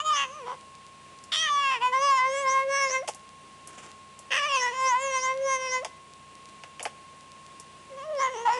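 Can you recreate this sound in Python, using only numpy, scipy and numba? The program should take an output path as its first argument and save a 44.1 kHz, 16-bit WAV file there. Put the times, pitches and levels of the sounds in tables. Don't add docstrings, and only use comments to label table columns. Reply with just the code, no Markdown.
import sys
import numpy as np
from scipy import signal
from scipy.fft import rfft, irfft
from scipy.io import wavfile
from scipy.ndimage import uniform_filter1d
from numba import njit

SR = 44100
rng = np.random.default_rng(int(sys.argv[2]) if len(sys.argv) > 2 else 0)


def generate_wav(signal):
    frames = np.transpose(np.atleast_2d(signal))
    scaled = np.clip(frames, -1, 1) * 32767
    pcm = np.round(scaled).astype(np.int16)
    wavfile.write(sys.argv[1], SR, pcm)


N = 378819

# start_s, end_s
YOWL_SPANS = [(0, .57), (1.318, 3.05), (4.303, 5.84), (7.895, 8.59)]
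# time_s, pitch_hz
PITCH_CURVES = [
    [(0.0, 582), (0.03, 617), (0.114, 615), (0.286, 508), (0.346, 610), (0.38, 611), (0.44, 463),
     (0.534, 505), (0.544, 451), (0.57, 540)],
    [(1.315, 653), (1.329, 668), (1.343, 605), (1.419, 652), (1.485, 590), (1.643, 559), (1.735, 514),
     (1.787, 442), (1.829, 499), (1.929, 503), (1.945, 523), (2.059, 570), (2.197, 512), (2.407, 556),
     (2.475, 527), (2.795, 554), (2.903, 523), (3.03, 527)],
    [(4.3, 586), (4.316, 538), (4.338, 532), (4.366, 599), (4.426, 567), (4.472, 602), (4.494, 563),
     (4.634, 494), (4.706, 490), (4.718, 464), (4.74, 519), (4.874, 528), (4.93, 485), (5.04, 549),
     (5.23, 513), (5.46, 544), (5.586, 520), (5.82, 506)],
    [(7.9, 561), (7.954, 517), (7.974, 565), (8.012, 527), (8.058, 628), (8.122, 610), (8.2, 522),
     (8.21, 550), (8.254, 511), (8.332, 525), (8.368, 419), (8.386, 472), (8.472, 473), (8.488, 429),
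     (8.5, 470), (8.59, 507)],
]
PITCH_FLICKS = [3.04, 5.84]
# start_s, end_s, rasp (0-1), period_doubling (0-1)
RASP_SPANS = [(0, 0.154, 0.06, 0), (0.154, 0.259, 0.16, 0.4), (.26, .46, .08, 0), (.46, 0.558, 0.41, 0.4),
              (1.31, 1.361, 0.75, 1), (1.364, 1.504, 0.07, 0.1), (1.71, 1.829, 0.11, 0.2),
              (2.897, 2.916, 0.44, 0.52), (4.287, 4.39, 0.36, 0.6), (4.39, 4.76, 0.07, 0),
              (7.9, 8.18, .05, 0), (8.188, 8.477, 0.13, 0.1), (8.48, 8.588, 0.2, 0)]
# time_s, level_db
HUM_CURVES = [
    [(0.0, -49), (0.016, -51), (0.046, -43), (0.268, -49), (0.306, -46), (0.344, -56), (0.424, -43),
     (0.518, -43), (0.54, -47), (0.57, -57)],
    [(1.32, -50), (1.832, -45), (2.042, -31), (2.2, -48), (2.296, -30), (2.588, -36), (2.69, -28),
     (2.77, -35), (3.01, -33), (3.04, -40)],
    [(4.31, -42), (4.588, -37), (4.766, -44), (4.872, -32), (4.928, -52), (5.046, -32), (5.232, -39),
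     (5.46, -27), (5.498, -35), (5.83, -37)],
    [(7.895, -59), (7.921, -42), (8.033, -46), (8.101, -32), (8.183, -30), (8.203, -36), (8.455, -39),
     (8.513, -47), (8.553, -36), (8.59, -33)],
]
# open_s, shut_s, attack_s, throat_db, jaw_db, tongue_db, lips_db, tongue_hz
VOWELS = [(-0.045, 0.012, 0.009, -17.0, -41.0, -25.5, -33.5, 3000),
          (0.058, 0.162, 0.016, -23.0, -46.0, -35.5, -38.0, 3210),
          (0.139, 0.257, 0.026, -26.0, -34.0, -32.5, -43.5, 2860),
          (0.256, 0.465, 0.01, -45.5, -59.5, -56.0, -57.5, 2460),
          (0.464, 0.555, 0.01, -32.5, -51.5, -54.0, -53.0, 3010),
          (1.316, 1.457, 0.014, -37.0, -37.0, -26.0, -34.5, 3390),
          (1.422, 1.503, 0.012, -33.5, -29.5, -27.5, -42.0, 3060),
          (1.494, 1.615, 0.025, -21.5, -53.5, -38.5, -43.0, 3580),
          (1.602, 1.776, 0.051, -25.0, -31.0, -29.0, -41.5, 2640),
          (1.817, 1.9, 0.012, -21.5, -37.5, -33.5, -43.5, 2530),
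          (1.925, 2.002, 0.009, -21.0, -32.5, -43.0, -46.0, 2670),
          (2.012, 2.207, 0.028, -22.0, -36.5, -36.0, -35.0, 2740),
          (2.174, 2.29, 0.015, -22.5, -29.5, -47.0, -53.0, 2620),
          (2.305, 2.45, 0.055, -31.0, -37.0, -41.5, -35.5, 2890),
          (2.466, 2.523, 0.055, -21.5, -27.5, -43.0, -37.0, 2730),
          (2.513, 2.637, 0.015, -22.5, -30.5, -45.0, -45.0, 2690),
          (2.713, 2.897, 0.035, -27.0, -29.0, -48.5, -33.0, 2380),
          (2.954, 2.978, 0.039, -18.5, -20.5, -34.5, -29.5, 2300),
          (4.314, 4.414, 0.009, -33.5, -29.0, -26.5, -39.5, 2600),
          (4.434, 4.47, 0.05, -15.5, -30.0, -26.5, -36.0, 2360),
          (4.515, 4.603, 0.055, -21.5, -38.5, -27.0, -31.0, 2670),
          (4.614, 4.707, 0.025, -24.5, -29.0, -40.5, -37.5, 2490),
          (4.735, 4.899, 0.055, -30.0, -41.0, -42.0, -40.0, 2620),
          (4.852, 5.006, 0.055, -20.5, -31.5, -42.0, -47.0, 2490),
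          (5.0, 5.116, 0.025, -33.0, -37.5, -40.0, -39.5, 2740),
          (5.127, 5.208, 0.052, -25.5, -30.0, -36.0, -32.0, 2620),
          (5.227, 5.334, 0.019, -27.0, -30.0, -44.5, -43.5, 2680),
          (5.486, 5.579, 0.044, -25.5, -30.0, -38.5, -32.0, 2670),
          (5.606, 5.702, 0.055, -31.0, -34.0, -38.5, -40.0, 2600),
          (5.725, 5.796, 0.024, -28.5, -29.5, -41.0, -36.5, 2590),
          (7.978, 8.062, 0.013, -39.5, -52.0, -53.5, -55.5, 2840),
          (8.2, 8.299, 0.02, -24.0, -32.0, -42.0, -45.0, 2730),
          (8.32, 8.458, 0.042, -34.0, -48.0, -49.0, -48.5, 2890),
          (8.453, 8.555, 0.003, -19.5, -37.0, -45.0, -46.5, 2450),
          (8.524, 8.649, 0.004, -37.5, -41.0, -42.5, -45.0, 2450)]
# shut_early_s, release_s, swell_db, leak_db (against the hum)
THROAT_ENVELOPE = (.019, .023, 2.5, -15.5)
JAW_ENVELOPE = (.003, .018, -4.4, -20.5)
TONGUE_ENVELOPE = (.007, .021, -2.4, -28.5)
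LIPS_ENVELOPE = (.012, .03, -1, -37)
# centre_s, level_db
TONGUE_LAPS = [(0.165, -35.5), (2.503, -34.5), (2.915, -32.5), (4.62, -33.5), (4.884, -32.5), (5.23, -33.5),
               (5.722, -34.5), (8.213, -39.5)]
# pitch_hz, level_db
MOTOR_TONES = [(60, -76), (90, -69), (150, -67.5), (210, -69), (1078.6, -52), (2762, -70.5)]
# frequency_hz, gain_db
HISS_EQ = [(15, -54), (25, -28), (145, -5.5), (603, -7), (884, -10), (1000, -8.5), (1080, -2), (1200, -13),
           (2710, -10), (5260, -18), (8970, -18), (11000, -26.5), (14300, -93), (22000, -120)]
# start_s, click_db, click_hz, cavity_db
SMACK_CUES = [(1.2385, -34, 6000, -60), (3.0762, -27, 6220, -36), (3.0792, -19.5, 2940, -38),
              (3.0851, -19.5, 6300, -27), (3.1465, -30, 7520, -50), (3.673, -27.5, 8890, -67),
              (4.1899, -31, 7600, -54), (5.8473, -19.5, 3540, -31), (6.6362, -28, 2330, -44.5),
              (6.7955, -24.5, 2570, -45), (6.8044, -27, 2660, -39), (6.828, -19, 9400, -40),
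              (6.8534, -17.5, 2410, -28), (6.8604, -24, 2330, -36), (7.5986, -29.5, 7000, -57)]
# centre_s, spread_s, level_db
RUSTLE_CUES = [(3.68, 0.045, -58), (3.806, 0.065, -44.5)]
# frequency_hz, gain_db
RUSTLE_EQ = [(120, -22), (220, -2), (1100, -3.5), (3200, -8), (4200, -19), (7300, -8), (11000, -24)]

JAW_HZ, JAW_RISE_HZ = 1950, 120
TONGUE_FALL_HZ, TONGUE_WIDTH_HZ = 300, 820
LIPS_HZ, LIPS_WIDTH_HZ, LIPS_SWAY_HZ = 6000, 1400, 300
LAP_HZ, LAP_REACH_HZ, LAP_WIDTH_HZ = 5950, 750, 650


def undb(db):
    return 10 ** (np.asarray(db) / 20)


def unit(x):
    return x / np.sqrt(np.mean(x ** 2))


def drift(rate_hz, size):
    hold = max(int(SR / rate_hz), 1)
    steps = np.repeat(rng.standard_normal(size // hold + 1), hold)
    return 1.437 * uniform_filter1d(uniform_filter1d(steps, hold), hold)[:size]


def curve(points, t):
    return np.interp(t, *np.transpose(points))


def equalise(x, eq):
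    hz, db = np.transpose(eq)
    bins_hz = np.maximum(np.fft.rfftfreq(len(x), 1 / SR), 1)
    gain = undb(np.interp(np.log(bins_hz), np.log(hz), db))
    return unit(irfft(rfft(x) * gain, len(x)))


@njit
def bandpass(x, hz, width_hz):
    y, band_state, low_state = np.empty(len(x)), 0., 0.
    for i in range(len(x)):
        g, damping = np.tan(np.pi * hz[i] / SR), width_hz / hz[i]
        band = (band_state + g * (x[i] - low_state)) / (1 + g * (g + damping))
        band_state, low_state = 2 * band - band_state, low_state + 2 * g * band
        y[i] = damping * band
    return y


def resonate(x, hz, width_hz):
    hz = np.clip(hz + np.zeros(len(x)), 50, .45 * SR)
    return bandpass(bandpass(x + 1e-18, hz, float(width_hz)), hz, float(width_hz))


def formant(x, hz, width_hz, db):
    ring = resonate(x, hz, width_hz)
    power = np.abs(uniform_filter1d(ring ** 2, int(.012 * SR)))
    return ring * undb(db) / np.sqrt(power + 1e-12)


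def vocal_folds(hz, rasp, doubling, harmonics=22):
    n = len(hz)
    jitter = (0.00488 + 0.0711 * rasp) * drift(90, n) + (0.0042 + 0.1 * rasp) * drift(700, n)
    phase = 2 * np.pi * np.cumsum(hz * (1 + jitter)) / SR
    pulses = unit(sum(np.cos(k * phase) for k in range(1, harmonics + 1)))
    strength = 1 + doubling * np.cos(phase / 2) + (0.059 + 1.05 * rasp) * drift(600, n)
    highpass = signal.butter(1, 2500, "high", fs=SR, output="sos")
    turbulence = signal.sosfilt(highpass, rng.standard_normal(n))
    air = (0.021 + 2.8 * rasp) * (1 + np.cos(phase)) * turbulence
    return pulses * strength + air


def mouth(t, hum_db, tremble_db=1.4):
    envelopes = THROAT_ENVELOPE, JAW_ENVELOPE, TONGUE_ENVELOPE, LIPS_ENVELOPE
    for column, (early_s, release_s, swell_db, leak_db) in enumerate(envelopes):
        power, stroke, place, weight = 0, 0, 0, 1e-30
        for open_s, shut_s, attack_s, *vowel_db, tongue_hz in VOWELS:
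            opening = (1 + np.tanh((t - open_s) / attack_s)) / 2
            shutting = (1 + np.tanh((shut_s - early_s - t) / release_s)) / 2
            gate = opening * shutting
            progress = np.clip((t - open_s) / (shut_s - open_s), 0, 1) - .5
            power += (gate * undb(vowel_db[column] + swell_db * progress)) ** 2
            stroke += gate * progress
            place += gate * tongue_hz
            weight += gate
        level_db = 10 * np.log10(power + undb(hum_db + leak_db) ** 2)
        yield level_db + tremble_db * drift(30, len(t)), stroke / weight, place / weight


def reflection(x, lag_s, sway_s):
    i = np.arange(len(x))
    delay = SR * (lag_s + sway_s * drift(7.8, len(x)))
    return x + .9 * np.interp(i - delay, i, x)


def nasal_notch(x, hz, width_hz):
    return x - bandpass(x, np.full(len(x), float(hz)), float(width_hz))


def yowl(start_s, end_s, pitch_curve, hum_curve):
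    t = np.arange(N) / SR
    inside = (t >= start_s) & (t <= end_s)
    t = t[inside]
    flick = sum(np.exp(-((t - time_s) / .014) ** 2) for time_s in PITCH_FLICKS)
    pitch_hz = curve(pitch_curve, t) * (1 + 0.37 * flick)
    roughness = sum(np.outer(amounts, (t > on) & (t <= off)) for on, off, *amounts in RASP_SPANS)
    rasp, doubling = uniform_filter1d(roughness, int(0.021 * SR))
    buzz = vocal_folds(pitch_hz, rasp, doubling)

    hum_db = curve(hum_curve, t)
    levels_db, strokes, places_hz = zip(*mouth(t, hum_db))
    throat_db, jaw_db, tongue_db, lips_db = levels_db
    jaw_hz = JAW_HZ + JAW_RISE_HZ * strokes[1]
    tongue_hz = places_hz[2] - TONGUE_FALL_HZ * strokes[2]
    voice = formant(buzz, pitch_hz, 196, hum_db)
    voice += formant(buzz, 2 * pitch_hz, 330, throat_db)
    voice += formant(buzz, jaw_hz, 437, jaw_db)
    voice += formant(nasal_notch(buzz, 3950, 900), tongue_hz, TONGUE_WIDTH_HZ, tongue_db)
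    combed = nasal_notch(reflection(buzz, lag_s=0.0007054, sway_s=0.00013), 3550, 1000)
    voice += tongue_laps(buzz, t)
    voice += bright_edge(combed, lips_db)

    fade = np.clip(np.minimum(t - start_s, end_s - t) / 0.002, 0, 1)
    out = np.zeros(N)
    out[inside] = voice * fade
    return out


def bright_edge(buzz, lips_db):
    lips_hz = LIPS_HZ + LIPS_SWAY_HZ * drift(9, len(buzz))
    top_hz = 1.45 * lips_hz * (1 + 0.048 * drift(10, len(buzz)))
    edge = formant(buzz, lips_hz, LIPS_WIDTH_HZ, lips_db) + formant(buzz, top_hz, 940, lips_db - 17)
    return reflection(edge, lag_s=0.0003998, sway_s=.00005) / np.sqrt(2)


def camcorder(hiss_db=-54):
    motor = 0
    for pitch_hz, level_db in MOTOR_TONES:
        amplitude = np.sqrt(2) * undb(level_db + 0.38 * drift(13, N))
        cycles = rng.random() + np.cumsum(pitch_hz * (1 + 0.001026 * drift(14, N))) / SR
        motor += amplitude * np.sin(2 * np.pi * cycles)
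    hiss = equalise(rng.standard_normal(N), HISS_EQ) * undb(hiss_db + .5 * drift(7.9, N))
    return motor + hiss


def tongue_laps(buzz, t, half_length_s=0.035):
    centre_s, level_db = np.transpose(TONGUE_LAPS)
    nearest = np.argmin(np.abs(t[:, None] - centre_s), axis=1)
    stroke = (t - centre_s[nearest]) / half_length_s
    sweep_hz = LAP_HZ + LAP_REACH_HZ * np.tanh(stroke)
    return formant(buzz, sweep_hz, LAP_WIDTH_HZ, level_db[nearest]) * np.exp(-stroke ** 2)


def smacks(click_trim_db=-24, cavity_trim_db=-11.5):
    out, t = np.zeros(N + SR), np.arange(SR // 10) / SR
    snap_and_fizz = np.exp(-t / 0.0024) + undb(-7) * np.exp(-t / 0.018)
    for start_s, click_db, click_hz, cavity_db in SMACK_CUES:
        click_noise, cavity_noise = rng.standard_normal((2, len(t)))
        click = resonate(click_noise * snap_and_fizz, click_hz, 1.4 * click_hz)
        click = unit(nasal_notch(click, 4000, 1600)) * undb(click_db + click_trim_db)
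        cavity = resonate(cavity_noise * t * np.exp(-t / .0045), hz=690, width_hz=430)
        first = int(start_s * SR)
        out[first:first + len(t)] += click + unit(cavity) * undb(cavity_db + cavity_trim_db)
    return out[:N]


def fur_rustles(ticks_per_s=4, tick_db=-69):
    t = np.arange(N) / SR
    swell = sum(undb(level_db) * np.exp(-.5 * ((t - centre_s) / spread_s) ** 2)
                for centre_s, spread_s, level_db in RUSTLE_CUES)
    grains = rng.standard_normal(N) * undb(4 * drift(120, N))
    swish = equalise(grains, RUSTLE_EQ) * swell
    ticks = (rng.random(N) < ticks_per_s / SR) * (.5 + rng.random(N))
    return swish + unit(resonate(ticks, hz=4500, width_hz=7000)) * undb(tick_db)


def room(x, t60_s=0.69, wet_db=-26):
    t = np.arange(SR // 3) / SR
    tail = rng.standard_normal(len(t)) * undb(-60 * t / t60_s)
    tail = signal.sosfilt(signal.butter(1, 5000, fs=SR, output="sos"), tail)
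    return x + undb(wet_db) * signal.fftconvolve(x, tail / np.linalg.norm(tail))[:N]


def scene():
    yowls = sum(yowl(*span, pitch, hum) for span, pitch, hum in zip(YOWL_SPANS, PITCH_CURVES, HUM_CURVES))
    return (room(yowls + smacks() + fur_rustles()) + camcorder())[None]


def record(dry, cutoff_hz=11000):
    return signal.sosfilt(signal.ellip(8, .2, 70, cutoff_hz, fs=SR, output="sos"), dry)


dry = scene()
out = record(dry)
generate_wav(out)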